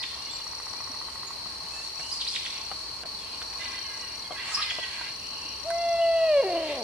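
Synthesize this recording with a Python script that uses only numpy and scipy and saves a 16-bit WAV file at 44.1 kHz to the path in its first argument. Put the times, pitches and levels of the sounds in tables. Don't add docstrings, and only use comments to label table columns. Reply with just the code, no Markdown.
import sys
import numpy as np
from scipy import signal
from scipy.fft import rfft, irfft
from scipy.io import wavfile
from scipy.ndimage import map_coordinates

SR = 44100
rng = np.random.default_rng(int(sys.argv[2]) if len(sys.argv) > 2 else 0)


def int16_out(signal):
    q = np.round(np.clip(np.atleast_2d(signal).T, -1, 1) * 32767)
    wavfile.write(sys.argv[1], SR, q.astype(np.int16))


def boost(x):
    u = np.asarray(x, float) / 20
    return 10 ** u


N = 301203
CLOCK = np.arange(N) / SR


def in_time(rows):
    s, *columns = np.transpose(rows)
    return [np.interp(CLOCK, s, c) for c in columns]


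def at_hz(points, hz):
    table_hz, values = np.array(points)[:, 0], np.array(points)[:, 1]
    return np.interp(np.log(hz + 1), np.log(table_hz + 1), values)


def moment(centre_s, half_s, power=2):
    return np.exp(-((CLOCK - centre_s) / half_s) ** power)


def rms_one(x):
    return x / np.sqrt(np.mean(x ** 2) + 1e-20)


def drift(rate):
    knots = rng.standard_normal(int(N / SR * 200) + 2)
    return rms_one(map_coordinates(knots, [CLOCK * min(rate, 190)], order=3))


def cycle(hz):
    return np.sin(2 * np.pi * np.cumsum(hz) / SR)


def colour(x, spectrum):
    hz = np.arange(N // 2 + 1) * SR / N
    inside = (hz > spectrum[0][0]) & (hz < spectrum[-1][0])
    return rms_one(irfft(rfft(x) * boost(at_hz(spectrum, hz)) * inside, N))


def wide_noise(spectrum):
    # freq_hz, likeness [0-1]
    likeness = [(60, .93), (130, .75), (280, .5), (620, .45), (1340, .4), (2900, .15), (6000, .01),
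                (14000, .01)]
    alike = np.clip(at_hz(likeness, np.arange(N // 2 + 1) * SR / N), 0, .99)
    mid, side = rfft(rng.standard_normal((2, N)))
    spread = np.sqrt(1 - alike) * side * [[1], [-1]]
    pair = colour(irfft(np.sqrt(1 + alike) * mid + spread, N), spectrum)
    return pair / np.std(pair.mean(axis=0))


def pan(x, db):
    return x * boost(np.array([[db / 2], [-db / 2]]))


def add(out, sound, s):
    i = max(round(s * SR), 0)
    out[..., i:i + sound.shape[-1]] += sound[..., :N - i]


def sweep(times, pitches, edge_s):
    t = np.arange(times[0], times[-1], 1 / SR)
    fade = np.clip(np.minimum(t - t[0], t[-1] - t) / edge_s, 0, 1)
    return np.sin(fade * np.pi / 2) * np.sin(2 * np.pi * np.cumsum(np.interp(t, times, pitches)) / SR)


def ring(hz, t60, rise_s):
    t = np.arange(SR // 10) / SR
    return np.sin(2 * np.pi * hz * t) * boost(-60 * t / t60) * (1 - np.exp(-t / rise_s))


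def trees(x, t60, first_s, patchy, alike=0.19):
    t = np.arange(SR) / SR
    shared, *own = rng.standard_normal((3, SR)) * rng.exponential(1, (3, SR)) ** patchy
    echoes = np.sqrt(alike) * shared + np.sqrt(1 - alike) * np.array(own)
    echoes = echoes * boost(-60 * t / t60) * (t > first_s)
    echoes /= np.sqrt(np.sum(echoes ** 2, axis=1, keepdims=True))
    mono = np.atleast_2d(x).mean(axis=0, keepdims=True)
    return signal.fftconvolve(mono, echoes)[:, :N]


def owl():
    # time_s, pitch_hz
    glide = [(5.67, 669.6), (5.81, 685), (6.16, 661.4), (6.27, 645), (6.372, 566.6), (6.415, 539.2),
             (6.446, 388), (6.54, 338.8), (6.66, 312.2), (6.76, 276), (6.83, 210)]
    # time_s, effort_db
    effort = [
        (5.64, -40),
        (5.69, -28.5),
        (5.93, -22),
        (6.26, -22),
        (6.395, -17.5),
        (6.403, -18.5),
        (6.445, -21.5),
        (6.51, -27),
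        (6.83, -45.5),
    ]
    # time_s, roughness [0-1]
    roughness = [
        (5.6, .02),
        (6.4, .02),
        (6.44, .3),
        (6.83, .35),
    ]
    # freq_hz, level_db
    throat = [(220, 3), (340, -1.5), (650, 0.5), (1000, -14.5), (1340, -30), (1900, -20.5), (2550, -20.5),
              (2950, -26.5), (3350, -29), (4800, -48)]
    (pitch,), (effort_db,), (rough,) = in_time(glide), in_time(effort), in_time(roughness)
    scoop_hz_per_s = 3500
    pitch = pitch - scoop_hz_per_s * np.clip(glide[0][0] - CLOCK, 0, .1)
    flutter = np.sin(2 * np.pi * np.cumsum(24 * (1 + 0.22 * drift(6.6))) / SR) + 0.38 * drift(60)
    phase = 2 * np.pi * np.cumsum(pitch * (1 + .06 * rough * flutter)) / SR

    overtones_db, follow, coo_db = -21.5, 0.36, -17.5
    voice_break = moment(6.421, .006)
    upper_db = overtones_db + follow * (effort_db - overtones_db) + coo_db * rough - 11 * voice_break
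    levels = []
    for k in range(1, 12):
        source_db = upper_db if k > 1 else effort_db
        coo_bright_db = -6 * rough if k > 2 else 0
        levels.append(source_db + at_hz(throat, k * pitch) + coo_bright_db)
    levels[0] = levels[0] - 18 * rough - 6 * voice_break - 6.5 * moment(5.974, 0.016)
    levels[2] = levels[2] - 25 * np.clip((5.705 - CLOCK) / .01, 0, 1)
    levels[3:] = [db - 25 * np.clip((5.79 - CLOCK) / 0.05, 0, 1) for db in levels[3:]]

    voice = np.zeros(N)
    for k, db in enumerate(levels, 1):
        wobble_db = 11 * rough * np.tanh(drift(28))
        voice += boost(db + 2.5 + wobble_db) * np.sin(k * phase)
    voice += boost(levels[1] - 9) * rough * (1 + drift(50)) * np.sin(3 * phase / 2)
    voice *= np.clip((CLOCK - 5.632) / 0.033, 0, 1)
    return pan(voice, .3) + boost(-12.5) * trees(voice, 1.8, 0.013, patchy=0.55, alike=0.97)


def songbird():
    # top_s, from_hz, # top_hz, end_hz, level_db
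    chips = [(0.004, 4200, 5180, 4060, -37), (0.032, 1513, 3770, 1690, -30),
             (2.116, 2990, 4870, 5000, -31.5), (2.16, 4500, 4980, 4750, -38), (2.19, 4600, 4950, 4800, -41),
             (2.305, 4700, 5140, 5000, -44), (2.34, 4780, 5070, 4950, -43), (2.209, 2890, 4480, 2710, -28),
             (2.274, 1496, 3956, 5200, -29), (2.331, 2360, 3490, 3300, -35.5),
             (2.356, 1616, 3940, 1780, -27), (2.457, 1390, 3586, 1640, -31.5),
             (4.542, 4200, 5270, 4800, -26), (4.546, 4940, 5600, 5500, -33), (4.6, 4750, 5080, 5000, -36),
             (4.623, 1500, 4470, 2170, -26.5), (4.702, 1486, 3466, 1660, -26.5),
             (4.783, 1816, 3060, 2650, -36), (4.832, 1815, 3410, 2110, -32.5)]
    climb_hz_per_s, fall_s, hold_s_per_khz = 300000, 0.007, 0.003
    dwell_s, shoulder = .0025, .12
    out = np.zeros(N)
    for s, from_hz, top_hz, end_hz, db in chips:
        rise = min((top_hz - from_hz) / climb_hz_per_s, s)
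        fall = fall_s + hold_s_per_khz * max(end_hz / 1000 - 3.5, 0)
        times = [s - rise, max(s - dwell_s, s - rise / 2), s, s + dwell_s, s + fall + dwell_s]
        up, down = from_hz - top_hz, end_hz - top_hz
        pitches = top_hz + np.array([up, shoulder * up, 0, shoulder * down, down])
        swell_points = boost(np.array([-11, -4, 0, 0, -1]))
        swell = np.interp(np.arange(times[0], times[-1], 1 / SR), times, swell_points)
        octave = boost(-20) * sweep(times, 2 * pitches, .003)
        add(out, boost(db) * swell * (sweep(times, pitches, 0.00021) + octave), s - rise)
    bright = signal.sosfilt(signal.butter(2, 3300, "high", fs=SR, output="sos"), out)
    near = boost(4.0) * trees(bright, 0.07, 0.0012, patchy=0.17, alike=0.25)
    far_bright = boost(2.5) * trees(bright, 0.85, 0.018, patchy=0.69)
    far = boost(-8.5) * trees(out, 0.88, 0.012, patchy=0.51)
    return pan(out, -3.5) + near + far_bright + far


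def cricket():
    # start_s, pulses [count], level_db
    trills = [
        (.15, 24, -39),
        (1.849, 23, -39),
        (3.392, 23, -39),
        (5.053, 25, -39),
        (6.72, 4, -39),
    ]
    strokes_per_s, stroke_s = 27.38, .009
    stroke = sweep([0, stroke_s], [5900, 5500], 0.0038)
    out = np.zeros(N)
    for s, pulses, db in trills:
        for k, (chance, late) in enumerate(rng.standard_normal((30, 2))[:round(pulses)]):
            stroke_db = db + 1.5 * chance - 6.5 * np.exp(-k / 2.0)
            add(out, boost(stroke_db) * stroke, s + k / strokes_per_s - stroke_s / 2 + late / 4000)
    return pan(out, 10.4) + boost(-9) * trees(out, 0.058, 0.0011, patchy=4.5)


def squirrel():
    # time_s, peak_db
    stray_clucks = [
        (0.175, -43),
        (1.232, -30.5),
        (1.3067, -31.5),
        (1.4588, -37),
    ]
    start_s, gap_s, slowing_s, hz = .334, .0655, .00025, 1102
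    run = [(start_s + gap_s * k + slowing_s * k * k, -38.5 + 1.9 * min(k, 4)) for k in range(13)]
    cluck = ring(hz, 0.012, 0.00035) + boost(-6.5) * ring(1.76 * hz, 0.024, 0.0022)
    out = np.zeros(N)
    for s, db in run + stray_clucks:
        add(out, boost(db + 1.5) * cluck, s)
    return pan(boost(2.5) * out, -1) + boost(-3) * trees(out, .3, .006, patchy=.8)


def knocks():
    # time_s, peak_db, low_mode_hz, left_right_db, crack_db re peak
    blows = [(1.462, -41, 704, -2, -9), (1.801, -46, 710, 5, -3), (1.997, -39, 760, -9, 4),
             (2.715, -29, 794, 5, -8), (3.035, -36.5, 680, -3, 9.5), (3.054, -38, 690, -9, -1),
             (3.417, -38, 726, -3, 7), (3.529, -48, 795, -3, 12), (4.308, -28.5, 736, 6, -21),
             (4.322, -33.5, 640, -1, -2), (4.719, -41, 690, 12, -8), (4.786, -27.5, 676, 2, -22),
             (5.012, -32, 966, -13, -8), (5.7038, -32, 1010, -9, -6)]
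    out = np.zeros((2, N))
    decay = boost(-60 * np.arange(600) / SR / 0.03)
    for (s, db, low_hz, side_db, crack_db), noise in zip(blows, rng.standard_normal((len(blows), 600))):
        crack = signal.lfilter([.1, .1, -.1, -.1], [1, -1.7, .77], noise * decay)
        add(out, pan(boost(db) * ring(low_hz, 0.032, 0.000086), side_db), s)
        add(out, pan(boost(db) * ring(1.525 * low_hz, 0.018, 0.00017), side_db), s)
        add(out, pan(boost(db + crack_db + 3) * crack, side_db), s)
    return out + boost(-4.0) * trees(out, 0.033, 0.0061, patchy=1.1)


def bumps():
    # time_s, peak_db, mode_hz
    thumps = [
        (0.898, -41, 274),
        (1.457, -46, 191),
        (1.639, -46, 187),
        (1.996, -48, 161),
        (5.448, -42.5, 305),
    ]
    # time_s, level_db, mode_hz
    tick = (5.7036, -21, 8700)
    out = np.zeros(N)
    for s, db, hz in thumps:
        add(out, boost(db + 2.5) * ring(hz, 0.093, 0.0027), s)
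    tick_s, tick_db, tick_hz = tick
    snap = ring(tick_hz, .006, .0002)
    snap = snap + .4 * ring(1.35 * tick_hz, .004, .0002) + .3 * ring(.7 * tick_hz, .004, .0002)
    add(out, boost(tick_db) * snap, tick_s)
    return pan(out, -.5)


def whistlers():
    # start_s, end_s, from_hz, to_hz of the strong fifth partial, level_db
    call_lines = [(.265, 0.296, 2150, 2160, -55), (3.594, 3.628, 2010, 2030, -47),
                  (3.655, 3.79, 1995, 2026, -47.5), (3.845, 3.966, 2130, 2030, -53),
                  (3.972, 4.081, 2010, 1900, -56), (4.175, 4.216, 2090, 2170, -57),
                  (4.235, 4.307, 2170, 2060, -55), (4.313, 4.37, 2210, 1975, -52),
                  (4.379, 4.414, 1900, 2050, -45), (4.415, 4.603, 1920, 1870, -51.5),
                  (4.639, 4.9, 2070, 1890, -47), (4.894, 4.982, 1954, 1990, -53), (4.98, 5.078, 1956, 2045, -51)]
    # multiple [of fundamental], level_db
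    call_partials = [
        (4, -9),
        (5, 0),
        (6, -13),
        (7, -11),
    ]
    # start_s, end_s, from_hz, to_hz, level_db
    warbles = [(.001, .022, 1960, 1960, -48.5), (.045, 0.192, 1900, 1834, -58),
               (.09, 0.204, 3120, 3240, -55), (.15, 0.297, 2740, 2880, -54),
               (0.286, 0.328, 3350, 3600, -47), (0.328, .41, 3560, 3500, -53),
               (0.312, .395, 2320, 2460, -59), (.33, 0.403, 3020, 2950, -61), (.41, 0.426, 2800, 2930, -47),
               (0.754, 0.81, 2270, 2500, -57), (1.005, 1.13, 3150, 3060, -61),
               (1.665, 1.723, 2850, 3370, -58), (1.69, 1.718, 2420, 2610, -57),
               (1.716, 1.83, 2610, 2660, -50.5), (1.754, 1.834, 1770, 1750, -57),
               (1.81, 1.87, 3460, 3650, -62), (1.971, 2.04, 2520, 2970, -53),
               (2.038, 2.133, 3050, 2965, -51.5), (2.02, 2.093, 2790, 2890, -51),
               (2.577, 2.717, 2600, 2880, -57), (3.182, 3.277, 3600, 3050, -54),
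               (3.5, 3.607, 2523, 2500, -59.5), (3.585, 3.706, 2900, 2850, -56),
               (3.77, 3.872, 3230, 2970, -53), (3.82, 3.903, 2880, 2480, -57),
               (3.878, 4.0, 2874, 2920, -56.5), (3.878, 3.985, 1640, 1652, -56),
               (4.019, 4.093, 2900, 2790, -53), (4.344, 4.42, 2520, 2610, -56),
               (4.09, 4.16, 2840, 2900, -58), (3.9, 3.98, 2470, 2430, -61), (4.362, 4.4, 1596, 1850, -49),
               (4.57, 4.607, 1120, 1310, -36), (4.985, 5.086, 1570, 1640, -56),
               (5.296, 5.606, 2880, 3190, -57.5), (5.985, 6.026, 2700, 2980, -48),
               (6.017, 6.065, 2980, 2870, -44), (6.143, 6.204, 2950, 2850, -49),
               (6.2, 6.738, 2820, 2770, -49.5), (6.557, 6.69, 3000, 3120, -49)]
    # start_s, length_s, pitch_hz, level_db
    peeps = [
        (0.31, 0.067, 7500, -47),
        (1.268, 0.019, 6830, -46),
        (1.75, .08, 7030, -57),
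        (4.243, .03, 3300, -49),
        (4.31, 0.013, 3250, -44),
        (4.376, .024, 3350, -44),
        (4.43, 0.011, 3320, -50),
        (4.517, 0.025, 1280, -44.5),
        (4.518, 0.038, 7180, -45.5),
    ]
    caller_pan_db, warbler_pan_db, peeper_pan_db = -7, -4.5, -4
    notes = []
    for start, end, from_hz, to_hz, db in call_lines:
        for k, part_db in call_partials:
            notes.append((start, end, from_hz * k / 5, to_hz * k / 5, db + part_db, caller_pan_db))
    notes += [(*row, warbler_pan_db) for row in warbles]
    notes += [(s, s + length, hz, 0.99 * hz, db, peeper_pan_db) for s, length, hz, db in peeps]
    out = pan(boost(-61) * np.sin(2 * np.pi * 887 * CLOCK), -10)
    for start, end, from_hz, to_hz, db, side_db in notes:
        whistle = sweep([start, end], [from_hz, to_hz], 0.0015)
        add(out, pan(boost(db + 4.0) * whistle, side_db), start)
    wavering = np.arange(N) + 2.3 * drift(55) + 7 * drift(9)
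    out = np.array([map_coordinates(side, [wavering], order=3) for side in out]) * boost(2.2 * drift(55))
    return out + boost(-7) * trees(out, .4, .012, patchy=.7, alike=.3)


def raspers():
    # start_s, end_s, throat_low_hz, throat_high_hz, level_db
    rasps = [(0.001, 0.205, 1700, 3930, -59), (0.196, 0.425, 2030, 3730, -53),
             (2.05, 2.754, 2080, 3600, -49), (3.171, 3.437, 2300, 3440, -51),
             (3.555, 3.86, 1620, 3970, -43), (3.841, 4.18, 1660, 3200, -51),
             (4.335, 4.725, 1580, 3530, -38), (4.749, 5.13, 1520, 3370, -42),
             (5.093, 5.732, 2530, 3090, -50.5), (5.971, 6.46, 2340, 3270, -59),
             (6.462, 6.805, 1810, 3750, -44)]
    pulse_hz = 401.2
    out = np.zeros(N)
    wobble = 1 + .008 * drift(40) + .015 * drift(7)
    breath = 0.17 * rng.standard_normal(N)
    for start, end, low_hz, high_hz, db in rasps:
        span = slice(round(start * SR), round(end * SR))
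        pulses = np.diff(np.floor(np.cumsum(pulse_hz * wobble[span]) / SR), prepend=0) + breath[span]
        throat_band = signal.butter(3, [low_hz, high_hz], "band", fs=SR, output="sos")
        call = signal.sosfilt(throat_band, pulses - pulses.mean())
        add(out, boost(db) * rms_one(call) * signal.windows.tukey(len(call), .35), start)
    return trees(out * boost(2.5 * drift(22)), .3, 0, patchy=.3, alike=.4)


def leaves():
    # time_s, level_db
    hops = [
        (0.0, -65),
        (1.75, -55.5),
        (2.12, -52),
        (2.5, -62),
        (3.63, -63.5),
        (4.53, -51),
        (6.64, -66),
    ]
    # freq_hz, level_db per Hz
    rustle = [(4700, -19), (5300, 7.5), (6500, 0), (8000, 0), (10500, -7.5), (11500, -20)]
    rise_db_per_s, fall_db_per_s, still_db = 110, 35, -59
    stir = boost(still_db)
    for s, db in hops:
        stir = stir + boost(db + np.minimum(rise_db_per_s * (CLOCK - s), fall_db_per_s * (s - CLOCK)))
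    return stir * boost(2.0 * drift(15)) * wide_noise(rustle)


def cicadas():
    # freq_hz, level_db per Hz
    buzz = [(2060, -44), (3500, -54), (3730, -23), (3860, -11.5), (3890, -22), (3970, -4), (4380, 2.5),
            (4580, 0), (4700, -17.5), (4840, -14), (5320, -13), (5750, -15.5), (6300, -25.5), (8190, -71),
            (13900, -120)]
    # freq_hz, level_db per Hz
    upper_buzz = [(8300, -13), (8850, -2.5), (9400, -20), (12200, -48), (13000, -16.5), (13700, -29)]
    throb_per_s = 38
    beat = cycle(throb_per_s * (1 + 0.036 * drift(2.515)))
    chorus = boost(-41 + 0.5 + 1.3 * beat + 0.49 * drift(15)) * wide_noise(buzz)
    overtones = boost(-63 + 4.5 * beat + drift(1.5)) * wide_noise(upper_buzz)
    return pan(chorus, 1.7) + pan(overtones, 0.93)


def background():
    # freq_hz, level_db per Hz
    engines = [(11, -51), (18, -12), (32, -13), (35, -14), (42, -10.5), (65, -1), (87, -3), (118, -6),
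               (166, -8.5), (255, -6.5), (297, -7.5), (422, -6), (548, -8), (619, -11.5), (700, -42),
               (910, -46), (1540, -120)]
    # freq_hz, level_db per Hz
    tyres = [(380, -49), (650, -3.5), (724, -10), (839, -2), (860, -10), (909, 0.5), (1000, -4.5),
             (1090, 4.5), (1210, -8.5), (1500, -12), (1950, -12.5), (3300, -120)]
    # freq_hz, level_db per Hz
    hiss = [(1250, -0.5), (1500, -7), (2000, -0.5), (2600, 2), (3200, 0.5), (3800, -3), (6300, -7.5),
            (8000, -11), (10000, -10), (12000, -15), (13800, -13)]
    # time_s, swell_db
    swells = [
        (.85, 1.9),
        (3.55, 2.3),
        (4.55, 5.3),
        (6.5, 2.8),
    ]
    rumble = boost(-54.5 + drift(1.0) / 2) * wide_noise(engines)
    swell_db = sum(db * moment(s, 0.13) for s, db in swells)
    hum = boost(-50.5 + swell_db + 0.89 * drift(12)) * wide_noise(tyres)
    return pan(rumble, -.7) + pan(hum, -1.5) + pan(boost(-51.5) * wide_noise(hiss), 0.65)


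def scene():
    birds = owl() + songbird() + whistlers() + raspers() + leaves()
    return birds + cricket() + squirrel() + cicadas() + knocks() + bumps() + background()


def band_limit(x):
    return signal.sosfilt(signal.butter(12, 14370, fs=SR, output="sos"), x)


def record(dry):
    # time_s, half_width_s, level_db
    treble_dips = [
        (3.045, 0.01, -15.5),
        (4.304, 0.015, -3.5),
    ]
    mains_hz, mains_db, left_lag_samples = 59.5, -62, 2
    hum = boost(mains_db + 1.5 + 2.2 * drift(4.13)) * np.sin(2 * np.pi * mains_hz * CLOCK)
    gaps_db = sum(db * moment(s, half_s, 4) for s, half_s, db in treble_dips)
    bass = signal.sosfiltfilt(signal.butter(2, 1300, fs=SR, output="sos"), dry)
    gapped = bass + boost(gaps_db) * (dry - bass)
    pair = np.array([np.roll(gapped[0], left_lag_samples), gapped[1]]) + hum
    dull = signal.sosfilt(signal.cheby2(14, 60, 14350, fs=SR, output="sos"), pair)
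    return band_limit(dull)


dry = scene()
out = record(dry)
int16_out(out)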